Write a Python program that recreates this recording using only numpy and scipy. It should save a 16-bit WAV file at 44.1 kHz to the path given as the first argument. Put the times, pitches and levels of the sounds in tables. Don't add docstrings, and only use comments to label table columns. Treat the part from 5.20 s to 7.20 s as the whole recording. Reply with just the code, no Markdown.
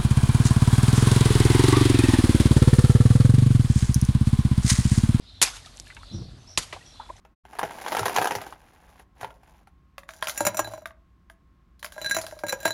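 import sys
import numpy as np
from scipy import signal
from scipy.io import wavfile
from scipy.ndimage import uniform_filter1d

SR = 44100
rng = np.random.default_rng(int(sys.argv[2]) if len(sys.argv) > 2 else 0)


def bounce(signal):
    frames = np.transpose(np.atleast_2d(signal))
    limited = np.clip(frames, -1, 1)
    pcm = np.round(limited * 32767).astype(np.int16)
    wavfile.write(sys.argv[1], SR, pcm)


def rack_gain(trim_db):
    fader = np.asarray(trim_db, float)
    return 10 ** (fader / 20)


N = 88200
T = np.arange(N) / SR
# t/s, level/dB
TRICKLE_LEVEL = [(0, -75), (.3, -63), (.5, -65.5), (.85, -65.5), (1.1, -66), (1.45, -62), (1.6, -70.5),
                 (1.85, -60), (2, -59)]


def evened(x):
    return x / np.sqrt(np.mean(x ** 2) + 1e-20)


def coloured(x, points):
    f, db = np.transpose(points)
    bins = np.abs(np.fft.fftfreq(4096, 1 / SR))
    log_gain = np.interp(np.log(bins + 1), np.log(f + 1), db) * np.log(10) / 20
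    taps = np.fft.ifft(np.exp(log_gain - 1j * signal.hilbert(log_gain).imag)).real
    if abs(taps[:2048]).sum() <= abs(taps[2048:]).sum():
        taps = np.roll(taps[::-1], 1)
    taps = taps[:2048]
    return signal.oaconvolve(x, taps / np.linalg.norm(taps))[:len(x)]


def add(mix, s, sound):
    part = mix[round(s * SR):][:len(sound)]
    part += sound[:len(part)]


def resonate(x, hz, width_hz):
    turn = np.exp(2j * np.pi * hz * np.arange(len(x)) / SR)
    r = np.exp(-np.pi * width_hz / SR)
    return 2 * (turn * signal.lfilter([1 - r], [1, -r], x / turn)).real


def resonate_twice(x, hz, width_hz):
    return resonate(resonate(x, hz, width_hz), hz, width_hz)


def grains(per_s, spread_db):
    draw = rng.random((N, 3))
    size = rack_gain(spread_db * np.minimum(-np.log(draw[:, 0] + 1e-9), 2.5))
    sign = np.sign(draw[:, 1] - .5)
    return evened(size * sign * (draw[:, 2] < per_s / SR))


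def level(curve):
    s, db = np.transpose(curve)
    return rack_gain(np.interp(T, s, db))


def patchy(x, db):
    _, _, z = signal.stft(x, SR, nperseg=512)
    patches = uniform_filter1d(rng.standard_normal(z.shape), 6, 0)
    patches = evened(uniform_filter1d(patches, 5, 1))
    return evened(signal.istft(z * rack_gain(db * patches), SR, nperseg=512)[1][:N])


def bubble(db, start_hz, end_hz, length):
    u = np.arange(0, 1, 1 / (length * SR))
    swell = np.sin(np.pi * u ** 1.43) ** 1.5
    hz = start_hz + (end_hz - start_hz) * u
    return rack_gain(db) * swell * np.sin(2 * np.pi * np.cumsum(hz) / SR)


def outdoors():
    # f/Hz, level/dB
    air_colour = [(88, -29), (150, -0.5), (486, -10), (2420, -14.5), (4090, -12), (11000, -28.5),
                  (13000, -43.5)]
    # t/s, level/dB
    breeze_level = [(0, -0.5), (.2, -3), (.5, 0.5), (.85, 1), (1.0, -1.5), (1.35, -1.5), (1.5, 3), (1.8, 0),
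                    (2, -1.5)]
    # f/Hz, width/Hz, level/dB
    idle_modes = [(46.6, 21, -53.5), (77.7, 12, -64), (94.1, 16, -56.5), (130, 13, -64.5), (254, 55, -69.5)]
    air = coloured(patchy(rng.standard_normal(N), 2.0), air_colour)
    idle = np.zeros(N)
    for hz, width_hz, db in idle_modes:
        rumble = resonate_twice(rng.standard_normal(N), hz, width_hz)
        idle += rack_gain(db) * evened(rumble)
    return rack_gain(-58.5) * level(breeze_level) * evened(air) + idle


def chirp(length, top_hz, db):
    low, wobble_depth = .66, 0.018
    u = np.arange(0, 1, 1 / (length * SR))
    arch = np.sin(np.pi * u)
    wobble = np.cos(2 * np.pi * 62 * (u - .5) * length)
    hz = top_hz * (low + (1 - low) * arch ** .7 + wobble_depth * wobble * (1 - arch))
    legs = rack_gain(-5 * (1 - arch)) * arch ** .3
    return rack_gain(db + 3.5 + 5.1 * wobble) * legs * np.sin(2 * np.pi * np.cumsum(hz) / SR)


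def yard_echo():
    echo_db, t60, wall_s, wall_db = -1, .4, 0.045, -7.5
    t = np.arange(SR // 2) / SR
    yard = rng.standard_normal(len(t)) * rack_gain(-60 * t / t60) * (t > .004)
    yard *= rack_gain(echo_db) / np.linalg.norm(yard)
    add(yard, wall_s, rack_gain([wall_db]))
    return yard


def sparrows():
    # t/s, length/s, top f/Hz, level/dB
    near_chirps = [(0.052, 0.061, 4100, -57), (0.129, .05, 4096, -55.5), (0.114, 0.089, 5640, -74),
                   (.665, 0.036, 4300, -61), (0.814, 0.053, 4584, -57), (0.873, 0.055, 4080, -53),
                   (0.908, 0.063, 5740, -54), (0.971, 0.046, 5270, -63), (0.997, 0.068, 4534, -57),
                   (1.163, 0.079, 6300, -68), (1.259, 0.07, 5730, -53.5), (1.629, 0.07, 5770, -63)]
    # t/s, level/dB
    flock_level = [(0, -56.5), (.3, -59), (.55, -59.5), (.9, -56), (1.2, -64.5), (1.6, -66), (1.8, -55),
                   (2, -84)]
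    # t/s, peak level/dB, start f/Hz, end f/Hz, length/s
    whistle_notes = [(1.649, -60, 5300, 5450, .016), (1.653, -52.5, 5750, 5660, 0.021),
                     (1.652, -55, 3230, 3400, 0.021), (1.677, -53, 5490, 5260, .012),
                     (1.71, -52, 4050, 3950, .02), (1.728, -51.5, 3500, 3700, .02),
                     (1.744, -48.5, 3950, 4300, .015), (1.759, -49.5, 3440, 3440, 0.027),
                     (1.793, -49.5, 4126, 3925, .026), (1.815, -51.5, 3500, 3380, 0.015),
                     (1.832, -55, 3800, 4120, 0.013), (1.981, -52, 3950, 4090, 0.0091)]
    near, flock, notes = np.zeros(N), np.zeros(N), np.zeros(N)
    for s, *row in near_chirps:
        add(near, s, chirp(*row))
    for at, long, pitch, size in rng.random((400, 4)):
        add(flock, at * N / SR, chirp(0.02 + 0.038 * long, 3600 + 1600 * pitch ** 1.5, -10 * size))
    for s, *row in whistle_notes:
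        add(notes, s, bubble(*row))
    husk = 1 + .7 * evened(uniform_filter1d(rng.standard_normal(N), 60))
    birds = husk * near + rack_gain(-4.0) * level(flock_level) * evened(flock)
    whistles = husk * notes
    echoes = signal.oaconvolve(birds + rack_gain(-3.0) * whistles, yard_echo())[:N]
    return rack_gain(-4) * (birds + whistles) + echoes


def patter():
    landing_span = .54, 1.0
    drops = resonate_twice(grains(1500, 3.5), 8000, 7000)
    landing = np.where(T > landing_span[0], np.interp(T, landing_span, (1, .3)), .3)
    return rack_gain(3) * level(TRICKLE_LEVEL) * evened(drops) * landing


def trickle():
    out = np.zeros(N)
    for at, pitch, size, cycles in rng.random((900, 4)):
        hz = 550 * 4.5 ** pitch ** 1.5
        add(out, at * N / SR, bubble(-14 * size, hz, hz * 1.15, (3 + 7 * cycles) / hz))
    return level(TRICKLE_LEVEL) * evened(out)


def bubbles():
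    # t/s, peak level/dB, start f/Hz, end f/Hz, length/s
    thumps_and_bubbles = [(0.212, -33, 130, 120, 0.013), (.221, -28, 600, 640, .011),
                          (.2225, -23, 960, 990, .011), (0.212, -33, 299, 420, 0.0084),
                          (0.262, -42, 1002, 1110, 0.027), (0.277, -38.5, 690, 810, 0.014),
                          (1.3748, -20, 818, 880, .004), (1.375, -28.5, 293, 320, 0.0097),
                          (.653, -49, 2050, 3000, 0.0048), (0.669, -45.5, 1800, 3600, 0.006),
                          (.682, -50, 2200, 2400, .006), (0.694, -52, 1050, 1150, .006),
                          (0.72, -48, 1400, 1600, .01), (0.247, -24.5, 2410, 2600, 0.0081),
                          (0.329, -40, 1326, 1530, .016), (0.444, -46, 1670, 1910, .01),
                          (0.458, -46, 640, 750, 0.011), (0.464, -46.5, 1175, 1325, 0.017),
                          (0.807, -49.5, 1100, 1020, 0.014), (1.561, -35.5, 587, 720, 0.0062),
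                          (1.604, -49, 1850, 1940, 0.02), (1.624, -50, 2560, 2750, .007),
                          (1.755, -50, 1100, 1192, 0.006), (1.794, -30, 713, 1050, 0.014),
                          (1.805, -40.5, 1136, 1380, 0.011), (1.889, -37, 890, 940, 0.0076),
                          (1.895, -29.5, 990, 1017, 0.016)]
    out = np.zeros(N)
    for s, *row in thumps_and_bubbles:
        add(out, s, bubble(*row))
    return out


def tears():
    # t/s, peak level/dB, centre f/Hz, t60/s
    rips = [
        (0.2146, -30, 4000, .02),
        (0.2160, -10, 3520, 0.028),
        (0.219, -15, 4000, 0.035),
        (.2250, -6.5, 5600, 0.021),
        (0.2264, -13.5, 6450, 0.044),
        (0.2306, -14, 7360, 0.066),
        (.2370, -25.5, 5000, .05),
        (1.3749, -15, 3840, 0.022),
        (1.3773, -19.5, 7000, 0.051),
        (1.3820, -24.5, 5000, 0.045),
    ]
    # f/Hz, level/dB
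    tear_colour = [(40, -8), (260, -13.5), (1000, -6.5), (3270, -3), (5060, -4.5), (7100, -1), (11500, -8),
                   (13000, -14.5)]
    focus_db, focus_octaves = 1.5, .8
    out, t, f = np.zeros(N), np.arange(4000) / SR, np.geomspace(60, 13000, 30)
    for s, db, hz, t60 in rips:
        bump = focus_db * np.exp(-(np.log2(f / hz) / focus_octaves) ** 2)
        attack = np.minimum(t / 0.00026, 1)
        rush = rng.standard_normal(len(t)) * attack * rack_gain(db - 60 * t / t60)
        add(out, s, coloured(rush, np.transpose([f, bump])))
    return coloured(out, tear_colour)


def ticks():
    # t/s, peak level/dB, centre f/Hz
    strikes = [(0.2163, -7, 3380), (.2267, -4.5, 6160), (1.3756, -8.5, 3460), (0.5718, -30.5, 6600),
               (0.5795, -37, 3500), (0.5991, -20, 5800), (.6435, -47, 8800), (.5905, -39, 8600),
               (.623, -44, 8700), (.679, -42, 10500), (.689, -47, 9000), (.745, -48, 10000),
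               (0.7485, -34.5, 6600), (.79, -44.5, 5500), (.83, -47, 8000), (.847, -49, 8230),
               (.7668, -37, 1970), (1.8976, -41.5, 1700), (1.982, -47, 1500)]
    relative_width, tail_db, tail_t60 = 0.63, -12.5, 0.018
    out, t = np.zeros(N), np.arange(4000) / SR
    for s, db, hz in strikes:
        width_hz = relative_width * hz
        click = resonate_twice((t == 0) * 1., hz, width_hz)
        tail = evened(resonate_twice(rng.standard_normal(len(t)), hz, width_hz))
        tail = tail * rack_gain(tail_db - 60 * t / tail_t60)
        add(out, s, rack_gain(db) * (click / abs(click).max() + tail))
    return out


def slaps():
    # t/s, peak level/dB, centre f/Hz, width/Hz, t60/s
    splashes = [(.2185, -21.5, 11000, 2000, .04), (.26, -27, 4900, 1500, .015),
                (.2745, -28.5, 2600, 1500, .02), (.281, -33, 4900, 640, 0.056),
                (0.46, -38, 3700, 2500, .025), (.347, -39, 5500, 2500, .02), (0.3, -38.5, 4800, 5400, .03),
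                (.368, -37, 3900, 3970, .02), (1.965, -53, 6100, 900, 0.064), (1.966, -55, 3500, 900, .05),
                (1.905, -65, 7200, 2000, 0.034), (.66, -54.5, 5000, 7000, .3), (1.53, -39, 710, 1050, 0.14),
                (1.5272, -35.5, 2500, 3700, 0.12), (1.376, -31.5, 167, 470, 0.12),
                (1.799, -45.5, 960, 800, 0.28)]
    out, t = np.zeros(N), np.arange(4000) / SR
    for s, db, hz, width_hz, t60 in splashes:
        splash = evened(resonate_twice(rng.standard_normal(len(t)), hz, width_hz))
        attack = np.minimum(t / 0.00021, 1)
        add(out, s, splash * attack * rack_gain(db - 0.5 - 60 * t / t60))
    return out


def spray():
    # t/s, rise/s, level/dB, t60/s
    sheets = [
        (0.219, 0.016, -25, 0.17),
        (0.249, 0.023, -37.5, 0.38),
        (0.334, 0.029, -46, 0.21),
        (.42, 0.041, -55.5, 0.65),
        (1.376, 0.0047, -25.5, 0.11),
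        (1.409, 0.024, -39, 0.08),
        (1.435, 0.035, -52.5, 1.3),
    ]
    # f/Hz, level/dB
    spray_colour = [(88, -39.5), (150, -22), (400, -16), (1100, -5.5), (6280, -5), (11200, -14),
                    (12300, -19.5), (13000, -80)]
    shape = np.zeros(N)
    for s, rise, db, t60 in sheets:
        decay = rack_gain(db - 60 * np.maximum(T - s - rise, 0) / t60)
        shape += np.clip((T - s) / rise, 0, 1) * decay
    drops = .5 * grains(6000, 4) + 0.65 * rng.standard_normal(N)
    return coloured(shape * patchy(drops, 1.3), spray_colour)


def plinks():
    # t/s, peak level/dB, f/Hz, t60/s
    puddle_drops = [(0.564, -47.5, 5800, 0.021), (0.668, -45, 1670, 0.028), (0.7024, -38, 1962, 0.06),
                    (0.7669, -39, 1510, 0.033), (.767, -41.5, 2130, 0.053), (0.767, -45, 2580, 0.045),
                    (.768, -49.5, 922, 0.16), (0.832, -42, 1295, 0.042), (1.5261, -27.5, 1930, 0.025),
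                    (1.5289, -31, 992, 0.026), (1.5635, -33, 763, 0.046), (1.9, -38.5, 565, 0.058),
                    (1.529, -41, 420, .07), (1.531, -41, 566, 0.055), (1.897, -44.5, 352, 0.072),
                    (.6, -48, 291, 0.093)]
    pitch_rise = 0.07
    out, t = np.zeros(N), np.arange(4000) / SR
    flutter = rack_gain(2.0 * evened(uniform_filter1d(rng.standard_normal((20, len(t))), 90)))
    for (s, db, hz, t60), shake in zip(puddle_drops, flutter):
        ring = np.sin(2 * np.pi * hz * (t + pitch_rise * t ** 2 / t60))
        splash = resonate(rng.standard_normal(len(t)), hz, 0.71 * hz)
        splash = evened(resonate(splash, hz, 0.67 * hz))
        envelope = np.minimum(t * hz, 1) * rack_gain(db - 60 * t / t60)
        add(out, s, shake * envelope * (ring + 0.56 * splash))
    return out


def wobbles():
    # t/s, peak level/dB, start f/Hz, end f/Hz, length/s
    groans = [
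        (.915, -29, 118.5, 75.8, 0.073),
        (.912, -32, 192, 212, 0.049),
        (.92, -40, 341, 332, 0.059),
        (.98, -44, 335.5, 344, 0.043),
        (1.0, -30, 126.7, 104.4, 0.025),
        (1.025, -38, 80, 70, 0.043),
        (1.1, -37.5, 75.4, 60, 0.029),
    ]
    out = np.zeros(N)
    for s, *row in groans:
        add(out, s, bubble(*row))
    return out


def gust():
    # t/s, level/dB
    slosh_level = [(.912, -43), (1.0, -37), (1.06, -46), (1.15, -50), (1.3, -57.5)]
    # f/Hz, level/dB
    slosh_colour = [(18, -39), (30, -8), (129, -3.5), (333, -20), (1500, -43), (1950, -70), (3300, -120)]
    lumps = rack_gain(3.0 * evened(uniform_filter1d(rng.standard_normal(N), 500)))
    slosh = evened(coloured(rng.standard_normal(N), slosh_colour) * lumps)
    on = (T > slosh_level[0][0]) * (T < slosh_level[-1][0])
    return slosh * level(slosh_level) * uniform_filter1d(on * 1., 200)


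def scene():
    background = outdoors() + sparrows()
    water = patter() + trickle() + bubbles() + ticks() + slaps() + spray() + plinks()
    rubber = tears() + wobbles() + gust()
    return (background + water + rubber)[None]


def low_pass(x):
    return signal.sosfilt(signal.butter(12, 13490, fs=SR, output="sos"), x)


def record(dry):
    low_cut_hz, ceiling = 33, 1.3
    edge_hz, top_hz, edge_drop_db = 11950, 13600, -32
    low_cut = signal.butter(4, low_cut_hz, "high", fs=SR, output="sos")
    dry = signal.sosfilt(low_cut, dry)
    limited = ceiling * np.tanh(dry / ceiling)
    g = rack_gain(edge_drop_db)
    main = signal.firwin(401, edge_hz, window=("kaiser", 8), fs=SR)
    rest = signal.firwin(401, top_hz, window=("kaiser", 8), fs=SR)
    taps = (1 - g) * main + g * rest
    return low_pass(signal.oaconvolve(limited, taps[None], "same"))


dry = scene()
out = record(dry)
bounce(out)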